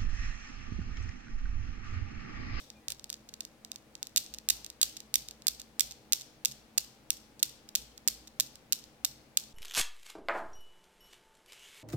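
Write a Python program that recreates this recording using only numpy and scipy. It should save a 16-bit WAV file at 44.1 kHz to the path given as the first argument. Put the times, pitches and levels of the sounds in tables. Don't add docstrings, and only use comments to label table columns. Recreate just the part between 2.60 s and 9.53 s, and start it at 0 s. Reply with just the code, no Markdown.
import sys
import numpy as np
from scipy import signal
from scipy.fft import rfft, irfft
from scipy.io import wavfile
from scipy.ndimage import uniform_filter1d

SR = 44100
rng = np.random.default_rng(int(sys.argv[2]) if len(sys.argv) > 2 else 0)


def transcribe(signal):
    frames = np.atleast_2d(signal).T
    limited = np.clip(frames, -1, 1)
    pcm = np.round(limited * 32767).astype(np.int16)
    wavfile.write(sys.argv[1], SR, pcm)


N = 305613

# start in seconds, first blow's strength in dB, its chatter in seconds,
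# second blow's delay in seconds, its strength in dB, its chatter in seconds, share of the chatter at
# which a middle contact falls (0 for none), desk thud in dB, desk knock in dB.
SWINGS = [(1.56172, 2, 0, .01066, -.5, .00685, .64, -64, -76),
          (1.88844, 2.5, 0, .01208, .7, .004, .73, -55, -57),
          (2.21494, 3.5, 0, .01456, 1.2, .00177, .86, -56, -72),
          (2.54147, 1.5, 0, .01465, -1.8, .00091, .37, -52.5, -55),
          (2.86932, .5, 0, .01261, -4, .00251, .08, -55, -76),
          (3.1959, 1, 0, .01104, .6, .00091, .4, -55, -56),
          (3.52349, 1.5, 0, .00882, -.3, .0008, .57, -68, -76),
          (3.84995, -1.5, 0, .00667, -1.7, .00034, 0, -60, -51),
          (4.17794, -2.5, 0, .00297, -2.7, .00115, .37, -63, -72),
          (4.50463, -2.5, 0, .00034, -.7, 0, 0, -59, -74),
          (4.8288, -1.7, .00097, .00349, -2, 0, .7, -60, -57),
          (5.15277, 3, 0, .00492, -2.5, 0, 0, -52, -64),
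          (5.4768, -.7, .00014, .00715, 1.5, 0, 0, -53.5, -69),
          (5.79955, -3.2, .00174, .00734, -2.5, 0, .31, -60, -58),
          (6.12401, -2.2, .00071, .00701, -2.5, 0, 0, -72, -74),
          (6.4481, 1, 0, .00401, -5.5, 0, 0, -65, -53),
          (6.77204, -2.7, 0, .00077, -2.7, .00125, .51, -68, -70)]


def gain_of(db):
    return 10 ** (np.asarray(db) / 20)


def unit_rms(x):
    return x / np.sqrt(np.mean(x ** 2) + 1e-20)


def curves_at(table, hz):
    table_hz, *columns = np.transpose(table)
    return np.array([np.interp(np.log(hz + 1), np.log(table_hz + 1), column) for column in columns])


def add(mix, start_s, sound):
    part = mix[max(round(start_s * SR), 0):][:len(sound)]
    part += sound[:len(part)]


def causal_pulse(db):
    log_gain = np.concatenate([db, db[-2:0:-1]]) * np.log(10) / 20
    return np.fft.ifft(np.exp(np.conj(signal.hilbert(log_gain)))).real


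def ring(x, responses):
    return signal.oaconvolve(x[None], np.atleast_2d(responses), axes=1)[:, :N]


def drift(top_hz):
    t = np.arange(0, N, 256) / SR
    rates_hz = top_hz * rng.uniform(0.101, 1, size=16)
    wander = sum(np.sin(2 * np.pi * (hz * t + rng.random())) for hz in rates_hz)
    return unit_rms(np.interp(np.arange(N) / SR, t, wander))


def room_air(level_db=-61.4, lean_db=1.25):
    # frequency in Hz, relative noise density in dB.
    spectrum = [(20, -11), (36, -10.5), (60, -3), (85, -9.5), (135, -2.5), (175, -7.5), (235, -3),
                (373, -9.5), (490, -6), (775, -13), (1100, -15.5), (2400, -18), (3100, -21), (14800, -31.5)]
    # frequency in Hz, correlation between left and right.
    likeness = [(50, 0.81), (250, 0.81), (600, 0.67), (1500, 0.083), (12000, .1)]
    hz = np.fft.rfftfreq(N, 1 / SR)
    left, other = rfft(rng.standard_normal((2, N)))
    same = curves_at(likeness, hz)[0]
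    right = same * left + np.sqrt(1 - same ** 2) * other
    noise = irfft(np.array([left, right]) * gain_of(curves_at(spectrum, hz)), N)
    return gain_of(level_db) * unit_rms(noise) * gain_of([[lean_db], [-lean_db]])


def fan_hum(waver_db=3.25, wander_rad=0.85):
    # frequency in Hz, rms level in dB about which the tone wavers.
    tones = [(59, -79.5), (130, -79), (217.5, -70.5), (269, -81), (317, -74), (736, -85), (788, -82),
             (842, -82.5)]
    t, out = np.arange(N) / SR, np.zeros(N)
    for hz, db in tones:
        amplitude = np.sqrt(2) * gain_of(db + waver_db * drift(5))
        out += amplitude * np.sin(2 * np.pi * hz * t + wander_rad * drift(7))
    return out


def room_tail(onset_s=0.0068, early_db=4.5, early_s=.06, uneven_db=1.5):
    # frequency in Hz, left and right level in dB, seconds to fall 60 dB.
    reverb_bands = [(500, -37.5, -40.5, .5), (1150, -26.5, -28, 0.56), (1960, -22.5, -23, 0.66),
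                    (3470, -7, -17.5, 0.66), (5600, -6.5, -10.5, .52), (7760, -13.5, -10.5, 0.44),
                    (10800, -18, -22, 0.4), (14200, -26.5, -9.5, 0.34), (17000, -26.5, -34, 0.24)]
    reflections = rng.standard_normal((2, SR)) * (rng.random((2, SR)) < .2)
    hz, t, spectra = signal.stft(unit_rms(reflections), SR, nperseg=256)
    left_db, right_db, t60 = curves_at(reverb_bands, hz)[:, :, None]
    unit_energy = np.sqrt(2 * np.log(1000) / (t60 * SR))
    spectra = spectra * unit_energy * gain_of(np.array([left_db, right_db]) - 60 * t / t60)
    ripple = unit_rms(uniform_filter1d(rng.standard_normal(len(hz)), 4))
    spectra *= unit_rms(gain_of(uneven_db * ripple))[:, None]
    tail = signal.istft(spectra, SR, nperseg=256)[1]
    t = np.arange(tail.shape[1]) / SR
    onset = 1 - np.exp(-(t / onset_s) ** 3)
    return tail * onset * gain_of(early_db * np.exp(-t / early_s))


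def room_reverb(pulses, wet_db=-2.5, places=5):
    starts = [round(start_s * SR) for start_s, *_ in collisions()]
    place = np.searchsorted(starts, np.arange(N), side="right") % places
    wet = sum(ring(pulses * (place == k), room_tail()) for k in range(places))
    for channel, tail in zip(wet, room_tail()):
        add(channel, 0, gain_of(-1.5) * tail[round(0.031 * SR):])
    return gain_of(wet_db) * wet


def light_ticks():
    # start in seconds, strength in dB, treble lost in dB, bounce delay in seconds (0 for none).
    touches = [(.1025, -22.5, 11, 0), (.2835, -10, 6, 0), (.304, -15, 2, 0), (.321, -14, 3, 0),
               (.3962, -26, 12, 0), (.4428, -20.5, 4, 0), (.4952, -27.5, 12, 0), (.5016, -13, 4, 0),
               (.5287, -18, 4, 0), (.5418, -19.5, 12, 0), (.6899, -27.5, 8, .003), (.7389, -23, 9, .0021),
               (.8066, -17, 4, .0011), (.8512, -21, 5, 0), (1.048, -24, 8, .001), (1.1171, -18, 6, .0008),
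               (1.1597, -20.5, 7, 0), (1.3533, -20, 13, 0), (1.429, -11, 6, 0), (1.4702, -22, 3, 0),
               (1.6635, -25, 10, 0), (2.8213, -29, 10, 0), (6.24, -28.5, 12, 0)]
    for start_s, db, dull_db, bounce_s in touches:
        yield start_s, db, dull_db
        if bounce_s > 0:
            yield start_s + bounce_s, db, dull_db


def contact_pulses(dull_above_hz=8600, scatter_db=-12.5, scatter_s=0.0015, size=256):
    hz, t, out = np.fft.rfftfreq(size, 1 / SR), np.arange(size) / SR, np.zeros(N)
    treble = 1 / (1 + (dull_above_hz / (hz + 1)) ** 8)
    for start_s, db, dull_db in collisions():
        scatter = rng.standard_normal(size) * np.sqrt(t) * np.exp(-t / scatter_s)
        paths = (t == 0) + gain_of(scatter_db) * scatter / np.linalg.norm(scatter)
        add(out, start_s, gain_of(db) * np.convolve(causal_pulse(-dull_db * treble), paths))
    return out


def close_sound(pulses, ceiling=0.61, left_db=2.5, right_db=3.5):
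    # frequency in Hz, left and right gain in dB.
    click_colour = [(720, -27, -31), (1296, -11, -16), (1880, -16, -8), (2916, -4.8, -1.4),
                    (3610, 11.6, 2.5), (5360, -2, 9), (6590, 3.5, 8), (7130, -2.5, 10.5),
                    (9630, -15.5, 2.5), (9920, -4, 0), (13100, -3, 7), (13400, 1, 5.8), (15200, -12.5, 3),
                    (16000, -17, -12.5)]
    # delay in seconds, left and right gain in dB.
    frame_echoes = [(.00045, -7, -35), (.00068, -13.5, -39), (.0011, -6.5, -23), (.00152, -10.5, -33.5)]
    hz = np.fft.rfftfreq(1024, 1 / SR)
    bass_cut_db = 6 * np.maximum(np.log2(700 / (hz + 20)), 0)
    colour = rfft([causal_pulse(db) for db in curves_at(click_colour, hz) - bass_cut_db])
    echoes = sum(gain_of([[left], [right]]) * np.exp(-2j * np.pi * hz * delay_s)
                 for delay_s, left, right in frame_echoes)
    response = irfft(colour * (1 + echoes))
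    response[0] = np.roll(response[0], 2)
    overloaded = ceiling * np.tanh(pulses / ceiling)
    return gain_of([[left_db], [right_db]]) * ring(overloaded, response)


def wall_echoes(direct):
    # delay in seconds, left and right gain in dB.
    echoes = [(0.014, -19, -40), (0.0259, -29, -25), (.0335, -37, -30), (0.0652, -28, -31)]
    out = np.zeros((2, N))
    for delay_s, *levels in echoes:
        for channel, sound, db in zip(out, direct, levels):
            add(channel, delay_s, gain_of(db) * sound)
    return out


def squeaks(waver=0.01):
    # start and length in seconds, first and last pitch in Hz, peak level in dB.
    notes = [(0.137, .08, 2480, 2370, -64), (.19, 0.13, 2030, 1885, -71)]
    out = np.zeros(N)
    for start_s, length_s, first_hz, last_hz, db in notes:
        n = int(length_s * SR)
        hz = np.linspace(first_hz, last_hz, n) * (1 + waver * drift(70)[:n])
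        add(out, start_s, gain_of(db) * np.hanning(n) * np.sin(2 * np.pi * np.cumsum(hz) / SR))
    return out


def desk_thuds(rise_s=0.01, rock_lag_s=.025):
    # frequency in Hz, seconds to fall 60 dB.
    modes = [(56, 0.74), (134, 0.39)]
    # start in seconds, thud in dB, knock in dB.
    paw_bumps = [(.275, -57, -56), (.46, -59, -75), (1.699, -55.5, -76)]
    rocks = [(start_s + rock_lag_s, thud_db, knock_db) for start_s, *_, thud_db, knock_db in SWINGS]
    t, out = np.arange(SR) / SR, np.zeros(N)
    for start_s, *levels in paw_bumps + rocks:
        for (hz, t60), db in zip(modes, levels):
            swell = (1 - np.exp(-t / rise_s)) * np.exp(-np.log(1000) * t / t60)
            add(out, start_s, gain_of(db) * swell * np.sin(2 * np.pi * hz * t))
    return out


def paw_brushes(roughness=0.46):
    # start and length in seconds, level in dB, low and high band edge in Hz.
    strokes = [(.286, .052, -48, 2780, 8900), (1.88, .18, -65, 740, 920)]
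    out = np.zeros((2, N))
    for start_s, length_s, db, low_hz, high_hz in strokes:
        n = int(length_s * SR)
        band = signal.butter(1, [low_hz, high_hz], "bandpass", fs=SR)
        for channel in out:
            grains = rng.standard_normal(n) * np.exp(roughness * rng.standard_normal(n))
            hiss = unit_rms(signal.lfilter(*band, grains))
            add(channel, start_s, gain_of(db) * hiss * signal.windows.tukey(n, .6))
    return out


def chatter(start_s, db, length_s, middle):
    shares = sorted({0, middle, 1}) if length_s > 0 else [0]
    return [(start_s + share * length_s, db, 0) for share in shares]


def clacks():
    for start_s, first_db, first_chatter_s, lag_s, second_db, second_chatter_s, middle, *_ in SWINGS:
        yield from chatter(start_s, first_db, first_chatter_s, middle)
        yield from chatter(start_s + lag_s, second_db, second_chatter_s, middle)


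def jostles(first_db=-18.7, fade_db_per_s=2.9, dull_db=5, weaker_db=1.2):
    # start, delay of the bounce and delay of the parting touch, all in seconds.
    nudges = [(1.7397, .0066, .046), (2.0463, .0178, .0553), (2.3682, .0035, .036), (2.6859, .0013, .0246),
              (2.9983, .0029, .0186), (3.3101, .0043, .0118), (3.6106, .0027, .0085),
              (3.9142, .0056, .0062), (4.7946, .0047, .0067), (5.0899, .0006, .0013),
              (5.3775, .0015, .0021), (5.674, .0028, .0058), (5.956, .0004, .001)]
    for start_s, *lags in nudges:
        db = first_db - fade_db_per_s * (start_s - nudges[0][0])
        yield start_s, db, dull_db
        for lag_s in lags:
            yield start_s + lag_s, db - weaker_db, dull_db


def collisions():
    return sorted([*light_ticks(), *clacks(), *jostles()])


def scene():
    pulses = contact_pulses()
    direct = close_sound(pulses)
    cradle = direct + wall_echoes(direct) + room_reverb(pulses)
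    return cradle + paw_brushes() + desk_thuds() + squeaks() + room_air() + fan_hum()


def record(dry):
    clipped = np.clip(dry, -.88, .88)
    lowpass = signal.firwin(151, 16600, window=("kaiser", 8), fs=SR)
    return signal.oaconvolve(clipped, lowpass[None], "same")


dry = scene()
out = record(dry)
transcribe(out)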